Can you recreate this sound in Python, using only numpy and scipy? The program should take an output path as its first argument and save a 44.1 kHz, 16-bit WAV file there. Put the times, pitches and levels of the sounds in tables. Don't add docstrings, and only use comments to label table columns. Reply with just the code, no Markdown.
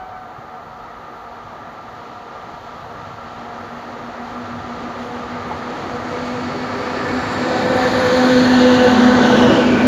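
import sys
import numpy as np
from scipy import signal
from scipy.fft import rfft, irfft, next_fast_len
from scipy.io import wavfile
from scipy.ndimage import map_coordinates

SR = 44100
rng = np.random.default_rng(int(sys.argv[2]) if len(sys.argv) > 2 else 0)


def boost(x):
    u = np.asarray(x, float) / 20
    return 10 ** u


def bounce(signal):
    frames = np.transpose(np.atleast_2d(signal))
    limited = np.clip(frames, -1, 1)
    pcm = np.round(limited * 32767).astype(np.int16)
    wavfile.write(sys.argv[1], SR, pcm)


N = 435266

# frequency in Hz, level in dB per Hz.
FOREST_SPECTRUM = [(20, -26), (35, -3), (50, 5), (70, -4), (110, -17), (200, -30)]
# frequency in Hz, level in dB per Hz.
PREAMP_SPECTRUM = [(5000, -13), (8000, -0.5), (10500, 0), (12000, 7), (15600, 6)]
# frequency in Hz, level in dB per Hz.
RUMBLE_SPECTRUM = [(26, -61), (36, -43), (44, -22), (52, -10.5), (75, -6), (104, 1.5), (135, -4), (175, -2),
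                   (205, -19.5), (280, -23)]
# frequency in Hz, level in dB per Hz.
BOOM_SPECTRUM = [(120, -13.5), (190, 1.5), (270, 4), (340, 3.5), (400, 0), (440, -2.5), (540, 2),
                 (680, -5.5), (1000, -36)]
# frequency in Hz, level in dB per Hz.
ROAR_SPECTRUM = [(380, 3), (600, 1), (850, 2), (1060, 0.5), (1400, -2), (1900, -2.5), (2400, -12),
                 (3200, -53)]
# frequency in Hz, level in dB per Hz.
HISS_SPECTRUM = [(1500, -24), (2400, 3.5), (2950, 3.5), (3600, 0), (4500, -1), (5000, -6.5), (5600, -7.5),
                 (6300, -8.5), (7200, -12), (7700, -24), (8300, -30), (9500, -50)]
# frequency in Hz, level in dB per Hz.
SIZZLE_SPECTRUM = [(7600, -21), (8400, -1.5), (9300, 3), (10500, 2), (11500, 0.5), (12300, 0),
                   (13500, -2.5), (15600, -5)]

# time in seconds, wheels in dB, locomotive body in dB.
APPROACH = [(0, -25.5, -27.5), (.6, -26.5, -27), (1.8, -24, -25), (3, -22, -22.5), (4.2, -18.5, -19.5),
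            (5.4, -14.5, -16), (6.2, -12.5, -13), (7, -9.5, -9.5), (7.5, -6.5, -6.5), (8, -2.5, -2),
            (8.3, -2.5, 0), (8.9, -1.5, 0), (9.3, 1, 0), (9.5, .3, -.6), (9.68, 0, -4.5), (9.87, 0.5, -4.5)]
# time in seconds, first dip in Hz, echo share from 0 to 1.
GROUND_ECHO = [(0, 2620, 0.16), (5.5, 2730, 0.13), (7, 3200, 0.33), (8, 2810, 0.53), (8.6, 2680, 0.63),
               (9.2, 2620, 0.51), (9.6, 2070, 0.3), (9.87, 1840, 0)]
# centre in seconds, spread in seconds, rumble in dB, boom in dB, roar in dB.
ROUGH_RAIL = [(3.05, 0.28, 5, 0.5, -0.5), (3.6, .06, 2, 2.5, 2), (5.38, .06, 1.5, -1.5, 0),
              (5.9, 0.071, 2.5, 2, 0.5), (6.42, .07, 1.5, 2, -1.5), (7.0, .07, 5, 2, 0),
              (7.55, .08, 2, 3.5, -0.5), (7.75, 0.12, 0, 1, -0.5), (8.35, 0.053, 2.5, -2, -0.5),
              (8.77, .05, -0.5, -0.5, 0), (9.15, 0.037, 0, -0.5, 1.5), (9.461, 0.074, 2.5, 1, 0.5),
              (9.75, 0.092, -0.5, 1.5, -1.5)]
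# frequency in Hz, width in Hz, level in dB.
RAIL_RESONANCES = [(710, 134, -1), (766.5, 32, -9.5), (842.5, 71, -5.5), (952, 72, -5.5), (1144, 100, -7),
                   (1208, 44, -1.5), (1285, 38, -7.5), (1346, 74, -4), (552, 89, -10.5)]

# time in seconds, mesh pitch in Hz.
MESH_PITCH = [(0, 233), (2, 234.5), (3.7, 238.3), (5, 241.8), (6.3, 247), (7, 249), (7.7, 253), (8.2, 253),
              (8.6, 251), (9.1, 248), (9.4, 247), (9.87, 249)]
# time in seconds, first order in dB.
GEAR_EFFORT = [(0, -55), (1.5, -50), (3.1, -49.5), (3.4, -42.5), (4.5, -36), (5.3, -34.5), (5.75, -33),
               (6.3, -29.5), (7, -30.5), (7.5, -27), (8.1, -23), (8.3, -13.5), (8.8, -13), (9.1, -10.5),
               (9.3, -15.5), (9.65, -13.5), (9.87, -12)]
# multiple of the mesh pitch, peak in seconds, spread in seconds, level in dB.
HIGH_ORDERS = [(6, 8.24, 0.68, -33.5), (7, 8.32, 1, -33), (9, 7.2, 0.97, -45.5), (5, 19, 0.7, -50.5)]
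# peak in seconds, spread in seconds, order, level in dB.
AXLES_IN_STEP = [(7.16, 0.025, 1, -23.5), (6.13, .04, 2, -34.5), (6.36, 0.026, 2, -32),
                 (7.07, 0.01, 2, -27), (7.77, 0.079, 2, -23.5), (8.03, 0.056, 2, -23), (8.38, .06, 2, -21),
                 (8.16, 0.035, 2, -22), (8.68, 0.055, 2, -21), (8.85, 0.054, 2, -23), (9.46, 0.013, 2, -15),
                 (9.6, 0.017, 2, -21.5), (7.82, 0.049, 3, -23.5), (8.21, 0.044, 3, -26),
                 (8.55, 0.043, 3, -30.5), (8.86, 0.082, 3, -29), (9.2, 0.076, 3, -33), (8.92, .05, 6, -29),
                 (9.76, 0.067, 6, -30)]
# centre in seconds, spread in seconds, order, depth from 0 to 1.
AXLES_OPPOSED = [(7.24, 0.022, 1, .9), (7.88, 0.02, 1, 0.6), (8.02, 0.014, 1, 0.4), (8.1, .02, 1, 0.9),
                 (8.85, 0.016, 1, 1), (9.2, .015, 1, .5), (9.27, .02, 1, 0.5), (9.36, 0.017, 1, 0.8),
                 (9.53, 0.047, 1, 0.54), (9.79, .025, 1, 0.86), (6.15, 0.023, 1, .8), (6.0, 0.019, 1, 0.5),
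                 (5.8, 0.045, 1, 0.7), (6.84, 0.023, 1, .7), (7.93, 0.017, 2, 0.5), (8.94, .03, 2, 0.57),
                 (9.38, 0.024, 2, 0.3), (5.6, 0.052, 1, 0.5), (6.55, .03, 1, 0.3), (8.22, 0.018, 2, 0.66),
                 (8.49, 0.015, 2, 0.75), (8.6, 0.017, 2, 0.4), (9.64, .015, 2, 0.8)]

# peak in seconds, spread in seconds, frequency in Hz, width in Hz.
WHISTLES = [(6.95, .35, 404, 8), (9.57, .07, 330, 70), (9.15, .4, 880, 40), (9.2, .6, 1515, 45),
            (8.75, .2, 2850, 450), (9.45, .15, 2920, 300), (7.7, .3, 3790, 40), (9.75, .12, 2350, 350),
            (7.0, .7, 4500, 220), (8.45, .22, 4310, 90), (7.4, .3, 7300, 500), (6.2, .3, 6500, 1200),
            (7.3, .15, 11090, 300), (7.95, .2, 10500, 1100), (8.1, .17, 13240, 320), (7.85, .2, 14200, 900),
            (9.38, .1, 11600, 900), (8.8, .2, 12900, 500), (7.65, .17, 760, 260), (5.6, .6, 482, 22),
            (9.8, .08, 390, 120)]
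WHISTLE_LEVELS = [-33, -20, -29, -26.5, -29.5, -30.5, -45, -31, -48.5, -34, -51, -55.5, -64, -59, -62, -66,
                  -61, -65, -27, -39.5, -25.5]
# time in seconds, peak in dB.
SPARKS = [(6.8308, -57), (7.1455, -53), (7.3192, -50), (7.7676, -43), (7.9782, -42), (8.165, -42),
          (8.838, -42), (8.93, -43), (9.37, -43)]
# start in seconds, frequency in Hz, level
# in dB, decay by 60 dB in seconds.
KNOCKS = [
    (.383, 130, -23, .055),
    (5.5125, 860, -13, .04),
    (5.5125, 700, -22, .04),
    (5.514, 530, -27, .1),
    (5.513, 1250, -24, .04),
]
# frequency in Hz, starting level in dB, decay by 60 dB in seconds.
HORN_PARTIALS = [(745, -33, 2.2), (1520, -42.5, 1.5), (2290, -59, 1.5), (3042, -63, 1.5)]
# peak in seconds, spread in seconds, level in dB.
TREE_ANSWERS = [(.02, .06, -1), (.16, 0.032, 2.5), (.28, 0.054, 2), (.54, 0.054, 8), (.75, .05, 5)]


def rms_one(x):
    return x / np.sqrt(np.mean(x ** 2) + 1e-20)


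def in_time(rows):
    s, *columns = np.transpose(rows)
    return [np.interp(np.arange(N) / SR, s, c) for c in columns]


def drift(rate_hz):
    r = np.exp(-80 * np.pi * rate_hz / SR)
    slow = signal.lfilter([1], [1, -2 * r, r * r], rng.standard_normal(N // 40 + 3002))[3000:]
    return np.interp(np.arange(N) / 40, np.arange(len(slow)), rms_one(slow))


def coloured(spectrum, flicker_db):
    size = next_fast_len(N)
    hz = np.arange(size // 2 + 1) * SR / size + 1
    knots, db = np.transpose(spectrum)
    gain = boost(np.interp(np.log(hz), np.log(knots), db, left=-90, right=-90))
    noise = irfft(rfft(rng.standard_normal(size)) * gain, size)[:N]
    return rms_one(noise * boost(flicker_db * drift(5.5)))


def narrow(hz, width_hz):
    r = np.exp(-np.pi * width_hz / SR)
    section = [1, 0, -1, 1, -2 * r * np.cos(2 * np.pi * hz / SR), r * r]
    noise = rng.standard_normal(N + SR)
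    return rms_one(signal.sosfilt([section, section], noise)[SR:])


def swell(at_s, spread_s):
    out = np.zeros(N)
    ends = ((at_s + spread_s * np.array([-5, 5])) * SR).astype(int)
    near = np.arange(*np.clip(ends, 0, N))
    out[near] = np.exp(-.5 * ((near / SR - at_s) / spread_s) ** 2)
    return out


def tone(hz, wobble):
    return np.sqrt(2) * np.sin(2 * np.pi * np.cumsum(hz) / SR + wobble * drift(7.4))


def follow(near_db, abreast_db, share):
    return boost(abreast_db + share * near_db)


def ground_echo(x):
    dip_hz, share = in_time(GROUND_ECHO)
    dull = np.convolve(x, np.hanning(7) / 3, "same")
    late = map_coordinates(dull, [np.arange(N) - SR / dip_hz], order=3)
    return x - np.clip(share, 0, .95) * late


def forest():
    return boost(-56.5) * coloured(FOREST_SPECTRUM, flicker_db=1.5)


def horn_echo():
    t = np.arange(N) / SR
    answers = sum(boost(db) * swell(s, spread) for s, spread, db in TREE_ANSWERS)
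    ringing = np.zeros(N)
    for hz, db, t60 in HORN_PARTIALS:
        order = hz / HORN_PARTIALS[0][0]
        level_db = db - 60 * t / t60 + 1.2 * order * drift(15.0)
        ringing += boost(level_db) * tone(np.full(N, hz), wobble=0.35 * order)
    return answers * ringing


def knocks():
    out = np.zeros(N)
    t = np.arange(SR // 4) / SR
    for s, hz, db, t60 in KNOCKS:
        at = round(s * SR)
        onset = np.minimum(t * hz, 1)
        out[at:at + len(t)] += boost(db - 60 * t / t60) * onset * np.sin(2 * np.pi * hz * t)
    return out


def whistles():
    out = np.zeros(N)
    for (s, spread, hz, width_hz), db in zip(WHISTLES, WHISTLE_LEVELS):
        chatter_db = 4 * hz / 12000 * drift(20)
        out += boost(db + chatter_db) * swell(s, spread) * narrow(hz, width_hz)
    return out


def collector():
    _, body_db = in_time(APPROACH)
    flares = sum(boost(db - 16) * swell(s + .005, .005) for s, db in SPARKS)
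    roof_db = 2.5 * swell(8.1, .35)
    steady = follow(body_db, abreast_db=-54.5, share=1) * boost(roof_db + .6 * drift(14.0))
    return (steady + flares) * coloured(SIZZLE_SPECTRUM, flicker_db=1.0)


def blower():
    t = np.arange(N) / SR
    shown_s, rise_s, fade_s = 8.78, 0.14, 9.3
    facing = np.clip((t - shown_s) / rise_s, 0, 1)
    fade_db = 18.5 * np.maximum(t - fade_s, 0)
    db = -19 - fade_db + 3.0 * drift(14.0)
    pitch_hz = 214.8 + 5 * (t - shown_s)
    return facing * boost(db) * tone(pitch_hz, wobble=0.17)


def rails():
    t = np.arange(N) / SR
    damping_db = 11 * np.maximum(t - 7.25, 0)
    song_db = -37 + 0.1435 * t ** 2 - damping_db
    song = sum(boost(db) * narrow(hz, width_hz) for hz, width_hz, db in RAIL_RESONANCES)
    return boost(song_db) * rms_one(song)


def rolling():
    wheels_db, body_db = in_time(APPROACH)
    rough = boost(sum(np.outer(db, swell(s, spread)) for s, spread, *db in ROUGH_RAIL))
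    rumble = follow(wheels_db, abreast_db=-28, share=0.85) * rough[0]
    rumble = rumble * coloured(RUMBLE_SPECTRUM, flicker_db=1.6)
    boom = follow(wheels_db, abreast_db=-18, share=1.163) * rough[1]
    boom = boom * coloured(BOOM_SPECTRUM, flicker_db=1.47)
    roar = follow(wheels_db, abreast_db=-21, share=0.82) * rough[2]
    roar = roar * coloured(ROAR_SPECTRUM, flicker_db=0.63)
    hiss = follow(body_db, abreast_db=-26.5, share=1.019) * coloured(HISS_SPECTRUM, flicker_db=0.62)
    return rumble + boom + ground_echo(roar + hiss)


def gears():
    t = np.arange(N) / SR
    mesh_hz, = in_time(MESH_PITCH)
    effort_db, = in_time(GEAR_EFFORT)
    _, body_db = in_time(APPROACH)

    beat = np.cos(2 * np.pi * 6.25 * (t - 3.9))
    worn = .65 * swell(4.5, 1.1)
    beating = np.sqrt(1 + worn ** 2 + 2 * worn * beat)

    level = {
        1: boost(effort_db + 1.16 * drift(17.0)) * beating,
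        2: follow(body_db, abreast_db=-23.5, share=1.19) * boost(4.2 * drift(12.0)),
        3: follow(body_db, abreast_db=-32, share=0.85) * boost(4.7 * drift(8.4)),
        6: 0,
    }
    for s, spread, order, db in AXLES_IN_STEP:
        k = round(order)
        level[k] = level[k] + boost(db) * swell(s, spread)
    for s, spread, order, depth in AXLES_OPPOSED:
        k = round(order)
        level[k] = level[k] * (1 - np.clip(depth, 0, 1) * swell(s, spread))

    howl = np.zeros(N)
    for k, gain in level.items():
        howl += gain * boost(1.16 * drift(21.0)) * tone(k * mesh_hz, wobble=0.4 * k)
    for k, s, spread, db in HIGH_ORDERS:
        howl += boost(db + 4.5 * drift(26.0)) * swell(s, spread) * tone(k * mesh_hz, wobble=.5 * k)
    return howl


def scene():
    surroundings = forest() + horn_echo() + knocks()
    train = whistles() + collector() + blower() + rails() + rolling() + gears()
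    return (surroundings + train)[None]


def low_pass(x):
    return signal.sosfilt(signal.butter(12, 15670, fs=SR, output="sos"), x)


def record(dry):
    wet = dry + boost(-73) * coloured(PREAMP_SPECTRUM, flicker_db=1.0)
    rounded = 1.25 * np.tanh(wet / 1.25)
    return low_pass(rounded)


dry = scene()
out = record(dry)
bounce(out)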